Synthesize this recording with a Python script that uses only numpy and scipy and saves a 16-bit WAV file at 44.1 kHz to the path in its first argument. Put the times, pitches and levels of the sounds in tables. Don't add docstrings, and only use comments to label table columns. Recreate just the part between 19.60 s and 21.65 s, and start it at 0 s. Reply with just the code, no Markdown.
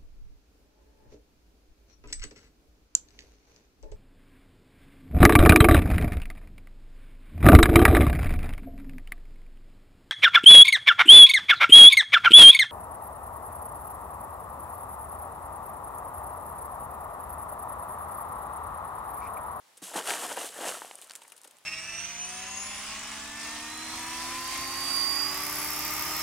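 import sys
import numpy as np
from scipy import signal
from scipy.fft import rfft, irfft
from scipy.io import wavfile
from scipy.ndimage import uniform_filter1d

SR = 44100
rng = np.random.default_rng(int(sys.argv[2]) if len(sys.argv) > 2 else 0)


def boost_factor(decibels):
    exponent = np.asarray(decibels, float) / 20
    return 10 ** exponent


def waveform_to_disk(signal):
    frames = np.transpose(np.atleast_2d(signal))
    scaled = np.clip(frames, -1, 1) * 32767
    samples = np.round(scaled).astype(np.int16)
    wavfile.write(sys.argv[1], SR, samples)


N = 90404
LEFT_RIGHT = np.array([[1], [-1]])

# time in seconds, shavings level in dB, thick chips against it in dB.
STROKES = [
    [(0.218, -56, 2), (0.225, -48.5, 0), (0.24, -45.5, -9.5), (0.306, -47.5, -3.5), (0.335, -50.5, 5)],
    [(0.34, -42, 2.5), (0.356, -46.5, 9), (0.363, -36, 0.5), (0.395, -39.5, 4), (0.41, -43.5, 8.5),
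     (0.416, -47, 0.5), (0.43, -50, 3)],
    [(0.435, -49, 7), (0.462, -39.5, 0), (0.485, -36, 1), (0.509, -33.5, 3), (0.528, -36.5, 2.5),
     (0.56, -39.5, 2.5)],
    [(0.565, -40, 0.5), (0.583, -41.5, 1), (0.655, -40, 3.5), (0.681, -43.5, 2), (0.725, -42, 5),
     (0.755, -48.5, 0.5)],
    [(0.76, -46.5, 6.5), (0.769, -43.5, 3.5), (0.79, -41.5, 4), (0.866, -41, -5.5), (0.9, -49.5, -4),
     (0.925, -49.5, -2)],
    [(0.93, -52, 3.5), (1.0, -45.5, 2.5), (1.042, -42, 5), (1.084, -36.5, 1), (1.122, -42.5, 4),
     (1.2, -48.5, -2), (1.306, -55.5, -0.5), (1.36, -58, -1)],
]
# start in seconds, peak in
# dB, pitch in Hz, upper modes in dB.
KNOCKS = [(0.316, -34, 820, -18), (0.34, -31, 834, -19), (0.358, -20, 790, -27), (0.379, -20, 890, -17),
          (0.504, -29, 780, -2), (0.65, -27, 680, -5), (0.717, -27, 810, -9), (0.774, -20, 770, -20),
          (0.778, -25, 800, -19), (0.843, -30.5, 496, -18), (0.988, -27.5, 526, -20),
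          (1.008, -29.5, 473, -1), (1.033, -24.5, 660, -9), (1.051, -24.5, 613, -27),
          (1.076, -24, 820, -16), (1.219, -28, 830, -28), (1.247, -30.5, 738, -20), (1.311, -33.5, 740, -7),
          (1.348, -40, 706, -18), (1.464, -50, 875, -11), (1.506, -32, 840, 14.5), (1.619, -41.5, 837, -15),
          (1.649, -47, 950, 1.5), (1.721, -36, 1150, 17), (1.848, -40.5, 845, 7), (1.855, -45.5, 577, -4),
          (1.878, -51, 478, -8),
          (1.2185, -29, 1450, -18),
          (0.404, -30, 900, -12), (0.47, -25.5, 1120, -13), (0.49, -36, 710, -12),
               (0.521, -30, 690, -12), (0.538, -24.5, 800, -9), (0.964, -36, 630, -12),
               (1.07, -24.5, 597, -15), (1.089, -30, 520, -7), (1.113, -34, 710, -3),
               (1.142, -32.5, 554, -17), (1.17, -36, 636, -15), (1.389, -39, 705, 11), (1.434, -46, 550, 6),
               (0.176, -53, 475, -13), (0.897, -40, 490, -18), (2.014, -55, 950, -15)]
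# start in seconds, peak in dB, pitch in Hz, level in dB for modes above 1.3
THUMPS = [
    (0.22, -41, 314, 15),
    (0.354, -34.5, 345, -16),
]
# start in seconds, peak in dB, body against edge in dB, body pitch in Hz.
TICKS = [(0.239, -22, -40, 4070), (0.361, -26, -13, 3260), (0.392, -23, -10, 5200),
         (0.4865, -22, -20, 3000), (0.4116, -27.5, -1, 2520), (0.4236, -31, 2, 4500),
         (0.496, -26, 8.5, 4200), (0.5055, -24, 7, 2600), (0.474, -24, 3, 2950), (0.5218, -30, 0, 2060),
         (0.5372, -18.5, -3, 2650), (0.567, -25, -6, 4000), (0.594, -29, -12, 5500), (0.692, -31, 1, 4000),
         (0.727, -24, 0, 6200), (0.769, -21, -6, 1870), (0.89, -30.5, 2, 4000), (1.057, -32, 0, 1900),
         (1.078, -25, -5, 3000), (1.0842, -20, 0, 5800), (1.091, -26, 1, 3200), (1.138, -30, -5, 6000),
         (1.249, -31.5, -2.5, 2820), (1.3116, -42, 13, 2650), (1.3548, -25, -31, 2890),
         (1.4153, -22, -32, 2910), (1.4723, -34, -26, 2970), (1.497, -28.5, -7, 4440),
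         (1.5093, -25, 0.5, 4660), (1.518, -30, -8, 4410), (1.5354, -30.5, -11, 2650),
         (1.5533, -19.5, -12.5, 2860), (1.56, -22, -20, 4170), (1.5722, -33, -20, 2620),
         (1.587, -41, -15.5, 3000), (1.7216, -33.5, -14, 2550), (1.8157, -31, -30, 2220),
         (1.969, -37, -24.5, 2210), (1.9852, -37, -34.5, 2200)]
# start in seconds, peak in dB, body against edge in dB,
# body pitch in Hz, skid in seconds.
SCUFFS = [(0.17, -31.5, -19, 3300, 0.01), (1.381, -39, -22, 3000, 0.014),
          (1.419, -32.5, -11.5, 3200, 0.015), (1.439, -34, -23, 3500, 0.012),
          (1.699, -42, -11, 4000, 0.007), (1.5513, -31.5, -17.5, 2850, 0.014),
          (1.6164, -38, -9, 3180, 0.011), (1.619, -51, 3, 3150, 0.0046), (1.648, -53, 5.5, 2400, 0.006),
          (0.08, -51, -20, 3000, 0.0035), (1.6331, -33, -20, 2300, 0.0052),
          (1.6766, -34, -26, 1870, 0.0077), (1.7193, -32, -14, 2610, 0.0075),
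          (1.7634, -38, -16.5, 3030, 0.008), (1.7764, -38.5, -14, 3760, 0.0099),
          (1.8333, -37, -9.5, 5500, 0.008), (1.843, -34, -12, 3340, 0.01),
          (1.8743, -31, -16.5, 3330, 0.0055), (1.9088, -38.5, -14, 3040, 0.0064)]
# frequency in Hz, density in dB per Hz.
SHAVINGS_SPECTRUM = [(880, -38), (1500, 2), (2210, -29), (3000, 6.5), (4920, -5), (9190, 11.5),
                     (12900, -12), (16000, -45)]
# frequency in Hz, density in dB per Hz.
CHIPS_SPECTRUM = [(59, -60), (100, -29), (330, -10.5), (605, 0), (960, -3.5), (1790, -4), (2420, -28.5),
                  (3120, -0.5), (4500, -54), (5850, -48), (9900, -120)]
# frequency in Hz, density in dB per Hz.
HUSH_SPECTRUM = [(35, -56), (60, -20.5), (767, -5.5), (924, -3), (1310, -7.5), (2900, -10), (10000, -14.5),
                 (16000, -24)]


def rms_one(x):
    return x / np.sqrt(np.mean(x ** 2) + 1e-20)


def at_hz(points, hz):
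    table_hz, table_db = np.array(points).T
    return np.interp(np.log(hz), np.log(table_hz), table_db)


def drift(rate_hz):
    r = np.exp(-2 * np.pi * rate_hz / SR)
    noise = rng.standard_normal(N + SR // 2)
    return rms_one(signal.lfilter([1], [1, -2 * r, r * r], noise)[-N:])


def ring(clicks, hz, t60_s):
    r = boost_factor(-60 / (t60_s * SR))
    w = 2 * np.pi * hz / SR
    return signal.lfilter([0, np.sin(w)], [1, -2 * r * np.cos(w), r * r], clicks + 1e-18)


def band(x, low_hz, high_hz):
    edges_hz = [low_hz, min(high_hz, SR / 2.2)]
    return signal.sosfilt(signal.butter(2, edges_hz, "band", fs=SR, output="sos"), x + 1e-18)


def hush(width):
    hz = np.maximum(np.arange(N // 2 + 1) * SR / N, 1)
    spectra = rfft(rng.standard_normal((2, N))) * boost_factor(at_hz(HUSH_SPECTRUM, hz))
    mid, side = irfft(spectra, N)
    level_db = -62 + 0.41 * drift(4.1)
    return boost_factor(level_db) * rms_one(mid + width * side * LEFT_RIGHT)


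def wall_slap(near):
    delay_s, level_db = 0.0044, -21
    return boost_factor(level_db) * np.roll(band(near[::-1], 280, 10500), int(delay_s * SR), axis=1)


def rumble(near):
    level_db, top_hz = -45, 89
    noise = rng.standard_normal(N) + 0.32 * rng.standard_normal((2, N))
    shove = uniform_filter1d(np.abs(near), size=200)
    return boost_factor(level_db) * band(shove * noise, 44, top_hz) * 10


def hollow():
    bin_hz, bin_t60_s, bin_db, lag_s = 189, 0.14, -7.5, 0.004
    clicks = np.zeros(N)
    for s, db, *_ in THUMPS:
        clicks[int((s + lag_s) * SR)] = boost_factor(db + bin_db)
    return band(ring(clicks, bin_hz, bin_t60_s), 117, 430)


def strikes(rows, modes, cycles, soft_hz, gain_db):
    out = np.zeros((2, N + SR))
    draws = rng.standard_normal((len(rows), 14))
    for (s, db, hz, upper_db), d in zip(rows, draws):
        click = np.zeros(8192)
        click[0] = 1
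        click[int(SR * (1.6 + 0.3 * d[0]) / hz)] = 0.4
        body = 0
        for k, (ratio, mode_db) in enumerate(modes):
            level_db = mode_db + upper_db * (ratio > 1.3) + 2.1 * d[1 + k]
            mode_hz = hz * ratio * (1 + 0.0083 * d[7 + k])
            t60_s = cycles / hz / ratio ** 0.53
            body = body + boost_factor(level_db) * ring(click, mode_hz, t60_s)
        body = band(body, 150, soft_hz)
        pan = 1 + 0.086 * d[13] * LEFT_RIGHT
        i = int(s * SR)
        out[:, i:i + 8192] += boost_factor(db + gain_db) * body / np.abs(body).max() * pan
    return out[:, :N]


def palm_thumps():
    modes = [(0.99, 21), (0.92, -5.0), (1.27, -9)]
    return strikes(THUMPS, modes, cycles=11.0, soft_hz=900, gain_db=0.0)


def chip_knocks():
    modes = [(1.052, 26.5), (1.6, 2), (2.23, 11.5), (2.5, -3.0), (3.41, 14.5), (1.8, 7)]
    return strikes(KNOCKS, modes, cycles=15.2, soft_hz=5400, gain_db=-3.5)


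def ticks():
    tick_s, first_touch = 0.0023, 0.74
    skid_rise = 0.22
    out = np.zeros((2, N + SR))
    t = np.arange(2048) / SR
    rows = [(*row, tick_s) for row in TICKS] + SCUFFS
    shape = (len(rows), 2048)
    skitter = (rng.random(shape) < 7000 / SR) * rng.standard_normal(shape)
    places = rng.standard_normal(len(rows))
    for (s, db, body_db, hz, skid_s), grit, place in zip(rows, skitter, places):
        fade = np.exp(-(t / max(skid_s, 0.0005)) ** 1.3)
        swell = np.minimum(t / (skid_rise * max(skid_s - tick_s, 1e-4)), 1)
        burst = grit * 0.41 * min(skid_s / 0.0034, 1) * fade * swell
        touch = 4 + int(skid_rise * max(skid_s - tick_s, 0) * SR)
        burst[touch] += first_touch * tick_s / max(skid_s, tick_s)

        edge = ring(burst, 9000 * (1 + 0.049 * place), 0.0011)
        edge = edge + 0.26 * ring(burst, 13000, 0.00096) + 0.3 * burst
        bright = band(band(edge, 4800, 21000), 3900, 24000)
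        dull = band(ring(burst, hz, 7.1 / hz) + 0.25 * burst, 950, 7500)
        chip = boost_factor(-2.0) * bright + boost_factor(body_db + 2.5) * dull
        i = int(s * SR)
        out[:, i:i + 2048] += boost_factor(db) * chip * (1 + 0.2 * place * LEFT_RIGHT)
    return out[:, :N]


def spread(width):
    return 1 + width * rng.standard_normal(N) * LEFT_RIGHT


def grains(spectrum, low_hz, high_hz, per_s, uneven_db, cycles, clump_db, clump_hz, wide, width, thin_db, count):
    clump = clump_db * drift(clump_hz)
    born = rng.random(N) < per_s * boost_factor(clump + thin_db) / SR
    force = boost_factor(uneven_db * np.minimum(rng.exponential(1, N), 4)) * rng.choice([-1, 1], N)
    clicks = born * force * spread(width) * boost_factor(-thin_db / 2)
    dealt = rng.integers(0, count, N)
    broad = rng.random(N) < wide
    out = 0
    for k, hz in enumerate(np.geomspace(low_hz, high_hz, count)):
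        mine = (dealt == k) + broad * rng.normal(0, 0.36, N)
        tone = rms_one(ring(clicks * mine, hz, cycles / hz))
        out = out + boost_factor(at_hz(spectrum, hz)) * np.sqrt(hz) * tone
    return rms_one(out)


def digging():
    settle_db_per_s, thin_db_per_s, chips_linger_db_per_s = -27, -35, 11.5
    s, rustle_db, weight_db = np.transpose(sum(STROKES, []))
    t = np.arange(N) / SR
    after_s = np.maximum(t - s[-1], 0)
    shavings_db = np.interp(t, s, rustle_db, left=-125) + settle_db_per_s * after_s
    chips_db = shavings_db + np.interp(t, s, weight_db) - 1.04 + chips_linger_db_per_s * after_s
    thin_db = thin_db_per_s * after_s
    shavings = grains(SHAVINGS_SPECTRUM, 1694, 15230, per_s=14000, uneven_db=-0.5, cycles=8.9,
                      clump_db=1.0, clump_hz=55, wide=0.066, width=0.17, thin_db=thin_db, count=24)
    chips = grains(CHIPS_SPECTRUM, 136.5, 4058, per_s=3000, uneven_db=1.5, cycles=18.6,
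                   clump_db=2.0, clump_hz=34, wide=0.072, width=0.14, thin_db=thin_db, count=22)
    return boost_factor(shavings_db + 2.5) * shavings + boost_factor(chips_db) * chips


def scene():
    low_cut_hz, top_hz = 218, 14100
    contacts = digging() + ticks() + chip_knocks() + palm_thumps()
    softened = signal.sosfilt(signal.butter(3, top_hz, fs=SR, output="sos"), contacts)
    thinned = signal.sosfilt(signal.butter(3, low_cut_hz, "high", fs=SR, output="sos"), softened)
    near = rumble(contacts) + thinned + hollow()
    balance = boost_factor(0.3 * LEFT_RIGHT)
    return (near + wall_slap(near)) * balance + hush(width=0.69)


def roll_off(x):
    return signal.sosfilt(signal.butter(12, 16480, fs=SR, output="sos"), x)


def record(dry):
    cutoff_hz = 16080
    mix = signal.sosfilt(signal.cheby2(22, 45, cutoff_hz, fs=SR, output="sos"), dry)
    return roll_off(mix)


dry = scene()
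out = record(dry)
waveform_to_disk(out)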